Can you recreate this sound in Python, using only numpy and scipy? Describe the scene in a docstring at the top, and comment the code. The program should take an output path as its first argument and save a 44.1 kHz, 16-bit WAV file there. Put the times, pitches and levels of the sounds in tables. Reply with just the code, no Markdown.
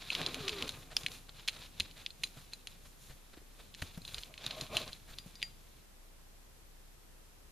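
"""A steel chain and foothold trap click and clink as a trapped wolf lunges about a snowy clearing,
a few metres in front of a stereo microphone. Links snap taut and ring the trap; slack ones tick between.
Paws thud and scuff in snow and dirt. A man drags a wooden board over the frozen ground, where its edge
scrapes and groans, and kicks it once. The trees give a faint echo; under it all lie a low hum and a
soft hiss."""
import sys
import numpy as np
from scipy import signal
from scipy.fft import rfft, irfft, next_fast_len
from scipy.io import wavfile
from scipy.ndimage import map_coordinates

SR = 44100
rng = np.random.default_rng(int(sys.argv[2]) if len(sys.argv) > 2 else 0)


def transcribe(u):
    """Save the signal u as a 16-bit wav file named by the first command-line argument.

    u: samples, shape (n,) or (channels, n), limited to [-1, 1]; the rate is SR.
    q: integer samples, one column per channel.
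    """
    v = np.clip(np.atleast_2d(u).T, -1, 1)
    q = np.round(v * 32767).astype(np.int16)
    wavfile.write(sys.argv[1], SR, q)


N = 331367


def amp(db):
    """Decibels to gain."""
    return 10 ** (np.asarray(db) / 20)


def unit(x):
    """x scaled to rms 1."""
    return x / np.sqrt(np.mean(x ** 2) + 1e-20)


def along(points, hz):
    """(Hz, value) points read on a log frequency axis."""
    knots_hz, values = np.transpose(points)
    return np.interp(np.log(hz + 1), np.log(knots_hz + 1), values)


def during(rows):
    """1 from the first row's time to the last row's, with 50 ms fades outside."""
    t = np.arange(N) / SR
    return np.clip(np.minimum(t - rows[0][0], rows[-1][0] - t) / .05 + 1, 0, 1)


def wobble(rate):
    """A smooth random curve with rate knots a second."""
    knots = rng.standard_normal(int(N * rate / SR) + 4)
    return map_coordinates(knots, [np.arange(N) * rate / SR])


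def filtered(x, response):
    """x through a complex frequency response."""
    size = next_fast_len(N + SR // 2)
    return irfft(rfft(x, size) * response(np.fft.rfftfreq(size, 1 / SR)), size)[..., :N]


def coloured(x, spectrum):
    """x shaped by (Hz, dB) points, at rms 1."""
    return unit(filtered(x, lambda hz: amp(along(spectrum, hz))))


def minimum_phase(gain):
    """The fastest-starting pulse that has this spectrum."""
    cepstrum = irfft(np.log(gain + 1e-6))
    half = len(cepstrum) // 2
    cepstrum[1:half] *= 2
    cepstrum[half + 1:] = 0
    return irfft(np.exp(rfft(cepstrum)))


def add(track, start, sound):
    """Lay a sound into the track, start seconds in."""
    i = max(round(start * SR), 0)
    track[i:i + len(sound)] += sound[:N - i]


def grains(per_s, scatter_db, smooth):
    """Tiny fractures at random times and sizes, over a share of smooth sliding noise."""
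    size = amp(scatter_db * np.minimum(rng.exponential(size=N), 4))
    breaks = (rng.random(N) < per_s / SR) * size * rng.choice([-1, 1], N)
    return unit(unit(breaks) + smooth * rng.standard_normal(N))


# The quiet of the clearing. Each row: frequency in Hz, relative level in dB.
AIR_SPECTRUM = [(12, -19), (22, -32), (34, -25), (44, -20.5), (60, -9), (86, -17.5), (214, -22.5),
                (450, -25.5), (719, -28), (1690, -32), (10100, -37), (12300, -35), (14500, -43.5)]
# How alike that air is at the two ports. Each row: frequency in Hz, left-right correlation.
AIR_LIKENESS = [(30, 0.27), (60, 0.11), (130, 0.17), (290, 0.062), (630, 0.065), (1400, 0.092),
                (6000, 0.01)]


def air_and_hum(air_db=-63, hum_db=-59.5, hum_hz=30.5):
    """Still winter air and microphone hiss spread wide, with a low wavering hum in the centre."""
    def mid_and_side(hz):
        side_gain = np.tan(np.arccos(along(AIR_LIKENESS, hz)) / 2)
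        return amp(along(AIR_SPECTRUM, hz)) * np.array([np.ones_like(hz), side_gain])

    mid, side = filtered(rng.standard_normal((2, N)), mid_and_side)
    air = np.array([mid + side, mid - side]) / np.std(mid)
    phase = 2 * np.pi * np.cumsum(hum_hz + 1.64 * wobble(9)) / SR
    hum = unit(np.sin(phase) * amp(1.7 * wobble(9)))
    return amp(air_db) * air + amp(hum_db) * hum


# Two drags over the frozen ground, a curve for each. Each row: time in seconds, relative level in dB.
BOARD_DRAGS = [
    [(0.0, -61), (0.142, -72), (0.148, -47.5), (0.222, -40), (0.316, -48.5), (0.396, -46.5), (0.658, -51.5),
     (0.684, -58), (0.898, -63), (1.054, -56), (1.25, -77)],
    [(4.3, -64), (4.34, -69.5), (4.476, -51), (4.656, -49.5), (4.688, -76), (4.694, -49), (4.76, -40),
     (4.822, -47), (4.858, -66), (4.874, -50.5), (5.0, -90)],
]
# The wood's resonances. Each row: frequency in Hz, width in Hz, gain in dB in drag one, then in drag two.
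BOARD_MODES = [(139, 180, -2.5, -2), (259.3, 25, 4.5, -1), (462, 250, -2, -7), (624, 31, -10, 5.5),
               (738, 29, -2, -0.5), (1066, 36, -2, 1.5), (1221, 21, -1.5, -3.5), (1540, 880, -13, -35),
               (2440, 230, -8, -7)]


def board_scrape(drag_db=-1, grit_db=-22):
    """Grit catches on the board's edge; each resonance is fed by its own stream of catches."""
    out, t = np.zeros(N), np.arange(N) / SR
    for k, drag in enumerate(BOARD_DRAGS):
        grit = grains(per_s=830, scatter_db=1.6, smooth=0.99)
        scrape = amp(grit_db) * filtered(grit, lambda f: f / (60 + f) / (1 + (f / 1300) ** 4))
        for hz, width, *gains_db in BOARD_MODES:
            def mode(f):
                resonance = 1j * f * width / (hz * hz - f * f + 1j * f * width)
                return resonance / (1 + (f / (2 * hz)) ** 4)

            catches = grains(per_s=900, scatter_db=4.9, smooth=0.63)
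            scrape += amp(gains_db[k]) * filtered(catches, mode)
        level_db = np.interp(t, *np.transpose(drag)) + drag_db + 3.6 * wobble(35)
        out += during(drag) * amp(level_db) * unit(scrape)
    return out


# Paws sliding in snow and dirt. Each row: start and length in seconds, rustle and spray in relative dB.
PAW_SLIDES = [(.01, .09, -53, -63), (0.127, 0.085, -43, -54.5), (.26, 0.41, -49.5, -58.5),
              (0.69, 0.12, -60.5, -61), (0.981, 0.028, -54.5, -54), (1.122, 0.032, -56, -55),
              (1.366, 0.038, -59.5, -69), (1.503, 0.15, -59.5, -64), (1.789, 0.065, -58.5, -66),
              (1.977, 0.028, -58, -63.5), (2.25, 0.012, -59, -58), (2.372, 0.044, -62.5, -64.5),
              (2.528, 0.015, -67, -68), (2.696, .02, -65, -67), (2.856, 0.0089, -73, -63.5),
              (3.018, 0.085, -69.5, -63), (3.6, 0.017, -64.5, -69), (3.794, 0.064, -58, -63),
              (3.94, 0.012, -62, -66), (4.081, 0.148, -59.5, -58), (4.439, 0.082, -49, -63),
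              (4.57, 0.073, -52, -59), (4.75, 0.05, -43.5, -52.5), (4.865, 0.076, -60, -63),
              (5.103, 0.014, -62, -62), (5.187, .01, -63, -69), (5.278, 0.013, -63, -68),
              (5.421, 0.016, -60.5, -69), (5.788, 0.012, -71, -85)]
BUSY_DB = -62  # above this rustle, the paws stir the slack chain


def paw_slides(rise_db_per_s=335, fall_db_per_s=204):
    """Gains of rustle and spray over time: each slide bites quickly, holds and settles more slowly."""
    t, power = np.arange(N) / SR, np.zeros((2, N))
    for start, length, rustle_db, spray_db in PAW_SLIDES:
        near = slice(max(round((start - .5) * SR), 0), round((start + length + .5) * SR))
        fade_db = rise_db_per_s * np.maximum(start - t[near], 0)
        fade_db += fall_db_per_s * np.maximum(t[near] - start - length, 0)
        power[:, near] += np.outer(amp([rustle_db, spray_db]), amp(-fade_db)) ** 2
    return np.sqrt(power)


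# Churned snow and the fine spray off it. Each row: frequency in Hz, relative level in dB.
RUSTLE_SPECTRUM = [(500, -5.5), (1100, -4.5), (1650, -4), (2000, -5.5), (2500, 1), (3050, -2), (3400, 2.5),
                   (4000, 3.5), (4600, -3.5), (6000, -13), (6950, -13.5), (7900, -24), (11000, -58)]
SPRAY_SPECTRUM = [(2000, -29), (5000, -6), (7000, -1.5), (8100, -9), (9700, -2), (12000, -8), (14500, -6)]


def scuffs(rustle, spray, spray_db=-1, patter_db=-66, shuffle_db=-75, dust_db=-73):
    """Crust and grit break under sliding paws and throw up a spray; the soft pads patter dully."""
    grit = coloured(grains(per_s=2600, scatter_db=2.9, smooth=.65), RUSTLE_SPECTRUM)
    churn = (rustle + amp(shuffle_db)) * amp(2.97 * wobble(90)) * grit
    dust = coloured(grains(per_s=3300, scatter_db=3, smooth=0.59), SPRAY_SPECTRUM)
    fine_spray = (spray + amp(dust_db)) * amp(spray_db) * dust
    pad_spectrum = [(45, -14), (70, -2), (150, 0), (280, -10), (600, -21), (1500, -45)]  # Hz, dB
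    pads = amp(3 * wobble(14)) * coloured(rng.standard_normal(N), pad_spectrum)
    # the harder the paws work, the heavier they fall: 0.18 dB for each dB of rustle
    patter = amp(patter_db) * (rustle / amp(BUSY_DB)) ** 0.18 * pads
    return during(PAW_SLIDES) * (churn + fine_spray + patter)


def slack_ticks(rustle, per_s=20, db=-54.5, hz=3850, octaves=0.32, treble_db=-16, ring_db=-15):
    """Faint contacts for the chain at random moments, wherever the paws churn hard enough to stir it."""
    chances = rng.random((300, 4))
    share = per_s * N / SR / len(chances)
    return [(when * N / SR, db + 8 * (size - .5), hz * 2 ** (.5 * (pitch - .5)),
             octaves, treble_db, ring_db)
            for when, size, pitch, odds in chances
            if odds < share and rustle[int(when * N)] > amp(BUSY_DB)]


# The bright edge of a steel click. Each row: frequency in Hz, relative level in dB.
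SNAP_SPECTRUM = [(300, -12.5), (1200, -3.5), (3000, 2.5), (5500, -2), (6800, 2.5), (8100, -13.5), (9000, 0),
                 (10000, -1), (11500, -6.5), (14500, -19)]


def contact_pulse(centre_hz, octaves, treble_db):
    """One link strikes another; the hardness of the contact sets the band that is excited."""
    hz = np.fft.rfftfreq(1024, 1 / SR) + 1
    snap = amp(along(SNAP_SPECTRUM, hz))
    snap /= np.linalg.norm(snap[hz > 8200])
    band = np.exp(-(np.log2(hz / centre_hz) / (2.05 * octaves)) ** 2)
    pulse = minimum_phase(np.hypot(band / np.linalg.norm(band), amp(treble_db) * snap))
    # each frequency takes its own path through the links, up to two milliseconds long
    delay = np.interp(hz, np.linspace(0, SR / 2, 30), .0002 + .0018 * rng.random(30) ** 2)
    pulse = irfft(rfft(pulse) * np.exp(-2j * np.pi * np.cumsum(delay) * SR / len(pulse)))
    t = np.arange(len(pulse)) / SR
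    return pulse * np.clip(2 - t / .005, 0, 1)


def steel_ring(modes, t, detune):
    """Damped modes, at new strengths for each blow; the grip of the chain shifts their pitch."""
    ring = np.zeros(len(t))
    for hz, db, t60 in modes:
        decay = amp(db + rng.normal(0, 1.1) - 60 * t / t60)
        ring += decay * np.sin(2 * np.pi * (hz * rng.normal(1, detune) * t + rng.random()))
    return ring * (1 - np.exp(-t / 0.00058))


# The chain jerks taut, steel on steel. Each row: start in seconds, click level in dB, centre in Hz,
# spread in octaves, then the treble and the trap's ring in relative dB.
CHAIN_JERKS = [(0.102, -27, 2710, 0.13, -26.5, -19), (.1306, -38, 3500, 0.25, -21, -13),
               (0.1503, -27.5, 3300, 0.31, -25.5, -23), (.215, -34, 2900, .38, -21, -21),
               (0.263, -28.5, 3700, .22, -24, -14.5), (0.3438, -34, 2980, 0.36, -12.5, -22),
               (.4795, -29.5, 3100, .31, -26, -27), (.483, -32, 2980, 0.56, -22, -22),
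               (0.493, -29.5, 3280, .28, -22, -14), (0.6231, -29.5, 3130, 0.32, -19.5, -17),
               (.679, -43, 3440, 0.67, 1, -14), (0.692, -32, 3770, 0.13, -13, -31),
               (0.9664, -23.5, 5000, 0.11, -15, -30), (.967, -27.5, 3200, 0.14, -14.5, -23),
               (1.0336, -43.5, 3590, .44, -15, -23), (1.0631, -26.5, 2640, 0.31, -19, -19),
               (1.0836, -45, 2840, 0.52, -14, -25), (1.1173, -46, 3620, 0.41, -14, -20),
               (1.2935, -47, 3830, 0.18, -23, -23), (1.4773, -34.5, 3130, 0.44, -16, -25),
               (1.4806, -30, 3550, 0.28, -12, -16), (1.4848, -25.5, 2850, 0.34, -16.5, -18),
               (1.4938, -39, 3000, .44, -14, -28), (1.7993, -27.5, 4000, 0.082, -11.5, -19),
               (1.8035, -26.5, 3070, 0.3, -25, -18), (1.9112, -50, 3630, 0.22, -16, -13),
               (2.0623, -31.5, 3270, 0.29, -27, -25), (2.1048, -47.5, 3780, 0.15, -18, -10),
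               (2.2347, -30, 2800, .25, -14, -19), (2.2379, -32.5, 3440, 0.29, -12, -6),
               (2.534, -38.5, 4120, 0.071, -12.5, -11), (2.6713, -38, 3140, .29, -10.5, -16),
               (3.7413, -48.5, 3420, 0.19, -20, -25), (3.7477, -46, 3230, 0.51, -23, -15),
               (3.8185, -42, 3700, 0.13, -9, -26), (3.8218, -35.5, 2070, .43, -17, -21),
               (4.018, -54, 4100, 0.091, -15, -8), (4.0502, -42.5, 3670, 0.15, -15.5, -12),
               (4.0774, -41, 3980, 0.095, -13, -24), (4.1445, -35.5, 3740, 0.16, -15, -17),
               (4.1817, -40, 3300, 0.31, -18, -11), (4.234, -40.5, 3280, 0.27, -27, -26),
               (4.34, -47, 2710, .28, -19.5, -20), (4.3773, -44, 3000, 0.37, -29, -13),
               (4.4639, -30, 3840, 0.13, -13, -24), (4.5083, -36, 3300, 0.27, -31, -17),
               (4.6112, -36, 4070, 0.32, -11, -12), (4.7683, -22.5, 2830, 0.11, -16.5, -20),
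               (4.8152, -41.5, 3880, .083, -24, -12), (4.878, -44, 3900, 0.31, -21, -23),
               (4.9303, -40.5, 3830, .19, -19, -18), (5.1855, -38.5, 3760, 0.22, -14, -27),
               (5.355, -49, 4700, 0.2, -16, -22), (5.418, -42.5, 3070, 0.33, -25, -25),
               (5.4274, -28, 2810, 0.28, -19, -33)]
# The struck trap's modes. Each row: frequency in Hz, relative level in dB, seconds to fall 60 dB.
TRAP_MODES = [(2560, 3, 0.029), (3700, -8, .05), (4125, 12.5, 0.038), (4800, -7.5, 0.092),
              (6340, -7, 0.058), (7080, -6.5, 0.07), (9060, -6, 0.061)]


def chain(rustle, chatter_db=-7, chatter_t60=0.021, shiver_db=-20, shiver_t60=0.1, ring_lift_db=1):
    """Links snap together in millisecond clicks; their neighbours chatter and the trap rings briefly."""
    out, t = np.zeros(N), np.arange(SR // 3) / SR
    for start, db, centre_hz, octaves, treble_db, ring_db in CHAIN_JERKS + slack_ticks(rustle):
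        pulse = contact_pulse(centre_hz, octaves, treble_db)
        force = signal.unit_impulse(len(t))
        for rattle_db, t60 in (chatter_db, chatter_t60), (shiver_db, shiver_t60):
            rattle = rng.standard_normal(len(t)) * amp(-60 * t / t60) * (1 - np.exp(-t / 0.00067))
            force += amp(rattle_db) * rattle / np.linalg.norm(rattle)
        click = signal.fftconvolve(force, pulse)[:len(t)]
        click *= np.sqrt(.003 * SR) / np.linalg.norm(click)  # the energy of 3 ms at rms 1
        ring = amp(ring_db + ring_lift_db) * steel_ring(TRAP_MODES, t, detune=0.0092)
        add(out, start, amp(db) * (click + ring))
    return out


# Blows on the ground and the board. Each row: start in seconds, level in dB, pitch in Hz.
BLOWS = [(0.212, -35.5, 156), (.405, -38.5, 147), (0.52, -45, 75.6), (0.619, -45, 72), (0.737, -47, 89),
         (1.038, -43, 143), (1.599, -47, 152), (1.801, -39.5, 79), (2.369, -42.5, 139), (3.099, -47, 143),
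         (3.373, -46, 317), (3.417, -50, 385), (3.821, -38.5, 86), (3.823, -42, 170), (3.975, -36, 166),
         (4.014, -49.5, 111), (4.466, -41, 128), (4.618, -39, 143.4), (4.749, -49, 75), (4.863, -46, 129),
         (5.261, -40.5, 180)]


def thuds(dirt_db=-9, decay_cycles=11.4):
    """Each heavy blow is a short low swing with a puff of dull noise; the lower, the longer."""
    out, t = np.zeros(N), np.arange(SR // 4) / SR
    dirt = coloured(rng.standard_normal(N), [(40, -14), (150, -2), (450, -13.5), (900, -21), (2500, -30)])
    for start, db, hz in BLOWS:
        puff = amp(dirt_db) * dirt[round(start * SR):][:len(t)]
        envelope = amp(db - 60 * t * hz / decay_cycles) * (1 - np.exp(-t / 0.00034))
        add(out, start, envelope * (np.sin(2 * np.pi * hz * t) + puff))
    return out


# Hoarse groans in the first drag. Each row: start and length in seconds, first and last pitch in Hz,
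# level in dB.
BOARD_GROANS = [(0.292, 0.1, 491, 405, -58), (0.373, 0.15, 465, 330, -49), (0.476, 0.16, 450.6, 361.4, -49),
                (0.534, 0.156, 331, 282, -54), (0.609, 0.079, 476, 406, -51)]


def board_groans(overtone_db=-9, jitter=0.022, rough_db=3):
    """Pressed hard, the board's edge sticks and slips in short, rough, overlapping, falling tones."""
    out = np.zeros(N)
    for start, length, first_hz, last_hz, db in BOARD_GROANS:
        progress = np.linspace(0, 1, round(length * SR))
        glide_hz = first_hz + (last_hz - first_hz) * progress
        pitch = glide_hz * (1 + jitter * wobble(134)[:len(progress)])
        phase = 2 * np.pi * np.cumsum(pitch) / SR
        tone = np.sin(phase) + amp(overtone_db) * np.sin(3 * phase)
        roughness = amp(rough_db * wobble(91)[:len(progress)])
        swell = np.sqrt(np.abs(np.sin(np.pi * progress)))
        add(out, start, amp(db) * swell * unit(tone * roughness))
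    return out


# Paws and boots sinking in, and the man's kick at the board at 3.824 s. Each row: peak time in seconds,
# relative level in dB, half-width in seconds.
STEPS_AND_KICK = [(0.922, -47, 0.018), (1.294, -49, .008), (1.57, -55.5, 0.083), (1.998, -55.5, 0.038),
                  (2.383, -53, 0.021), (2.858, -52.5, 0.0084), (3.109, -51, .02), (3.339, -52, 0.01),
                  (3.378, -53.5, 0.012), (3.603, -52, 0.014), (3.824, -34, 0.0022), (3.977, -53.5, .0045),
                  (4.142, -50, 0.016), (4.184, -46, 0.012), (4.893, -48.5, 0.011), (5.102, -53, 0.027)]
# Crushed crust and dirt. Each row: frequency in Hz, relative level in dB.
CRUNCH_SPECTRUM = [(60, 10.5), (300, -10), (600, -2.5), (900, -9), (1500, -3.5), (2600, -9), (4200, -7),
                   (6000, -21), (8000, -16), (9800, -25), (14500, -40)]


def crunches_and_kick(step_db=-2):
    """A deep step breaks through the crust and crunches in the dirt; the kick at the board crunches the same
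    way."""
    t = np.arange(N) / SR
    weight = sum(amp(db + step_db) * np.exp(-((t - peak) / width) ** 2) for peak, db, width in STEPS_AND_KICK)
    return weight * coloured(grains(per_s=2500, scatter_db=2.8, smooth=1), CRUNCH_SPECTRUM)


# A free-hanging link is flicked. Each row: start in seconds, relative level in dB.
LINK_FLICKS = [(4.144, -51), (5.186, -53), (5.355, -55.5), (5.426, -40)]
# That link's modes. Each row: frequency in Hz, relative level in dB, seconds to fall 60 dB.
LINK_MODES = [(1900, -7, 0.084), (2160, -12, 0.15), (2850, -26, .13), (4790, 1.5, 0.16), (6900, -14, 0.14),
              (8850, -20, 0.19)]


def clinks():
    """A loose link rings out on its own modes, longer and truer than the trap."""
    out, t = np.zeros(N), np.arange(SR // 3) / SR
    for start, db in LINK_FLICKS:
        add(out, start, amp(db) * steel_ring(LINK_MODES, t, detune=.0005))
    return out


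def tree_echo(x, t60=0.56, echo_db=-24):
    """Trunks round the clearing scatter a thin echo, different on each side of the microphone."""
    t = np.arange(SR) / SR
    tail = rng.standard_normal((2, SR)) * amp(-60 * t / t60) * (1 - np.exp(-t / 0.0038))
    tail /= np.linalg.norm(tail[0])
    return amp(echo_db) * signal.fftconvolve(x[None], tail, axes=1)[:, :N]


def housing_scatter(x, delay_s=.0011):
    """The side signal: treble scatters off the housing, differently into each microphone port."""
    width = [(100, -17), (2500, -46), (4500, -18), (7000, -4.5), (10000, -4), (14000, -2.5)]  # Hz, dB
    return filtered(x, lambda hz: 1j * amp(along(width, hz)) * np.exp(-2j * np.pi * hz * delay_s))


def scene():
    """The microphone stands in the clearing with all the action straight ahead, a few metres off."""
    rustle, spray = paw_slides()
    solids = thuds() + board_scrape() + board_groans() + clinks() + chain(rustle)
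    mid = solids + scuffs(rustle, spray) + crunches_and_kick()
    # grit flies to both sides, so the side signal has grains of its own
    side = housing_scatter(solids + scuffs(rustle, spray) + crunches_and_kick())
    return np.array([mid + side, mid - side]) + tree_echo(mid) + air_and_hum()


def record(dry):
    """The microphone's left port is a little stronger in bass and top; nothing passes above 14.4 kHz."""
    left_over_right = [(30, 1), (70, 1.5), (250, 0.56), (1000, 0.19), (4500, -0.39), (8000, -0.21),
                       (10000, 1.4), (14000, 0.8)]  # Hz, dB
    return filtered(dry, lambda hz: amp(np.outer([.5, -.5], along(left_over_right, hz))) * (hz < 14400))


dry = scene()
out = record(dry)
transcribe(out)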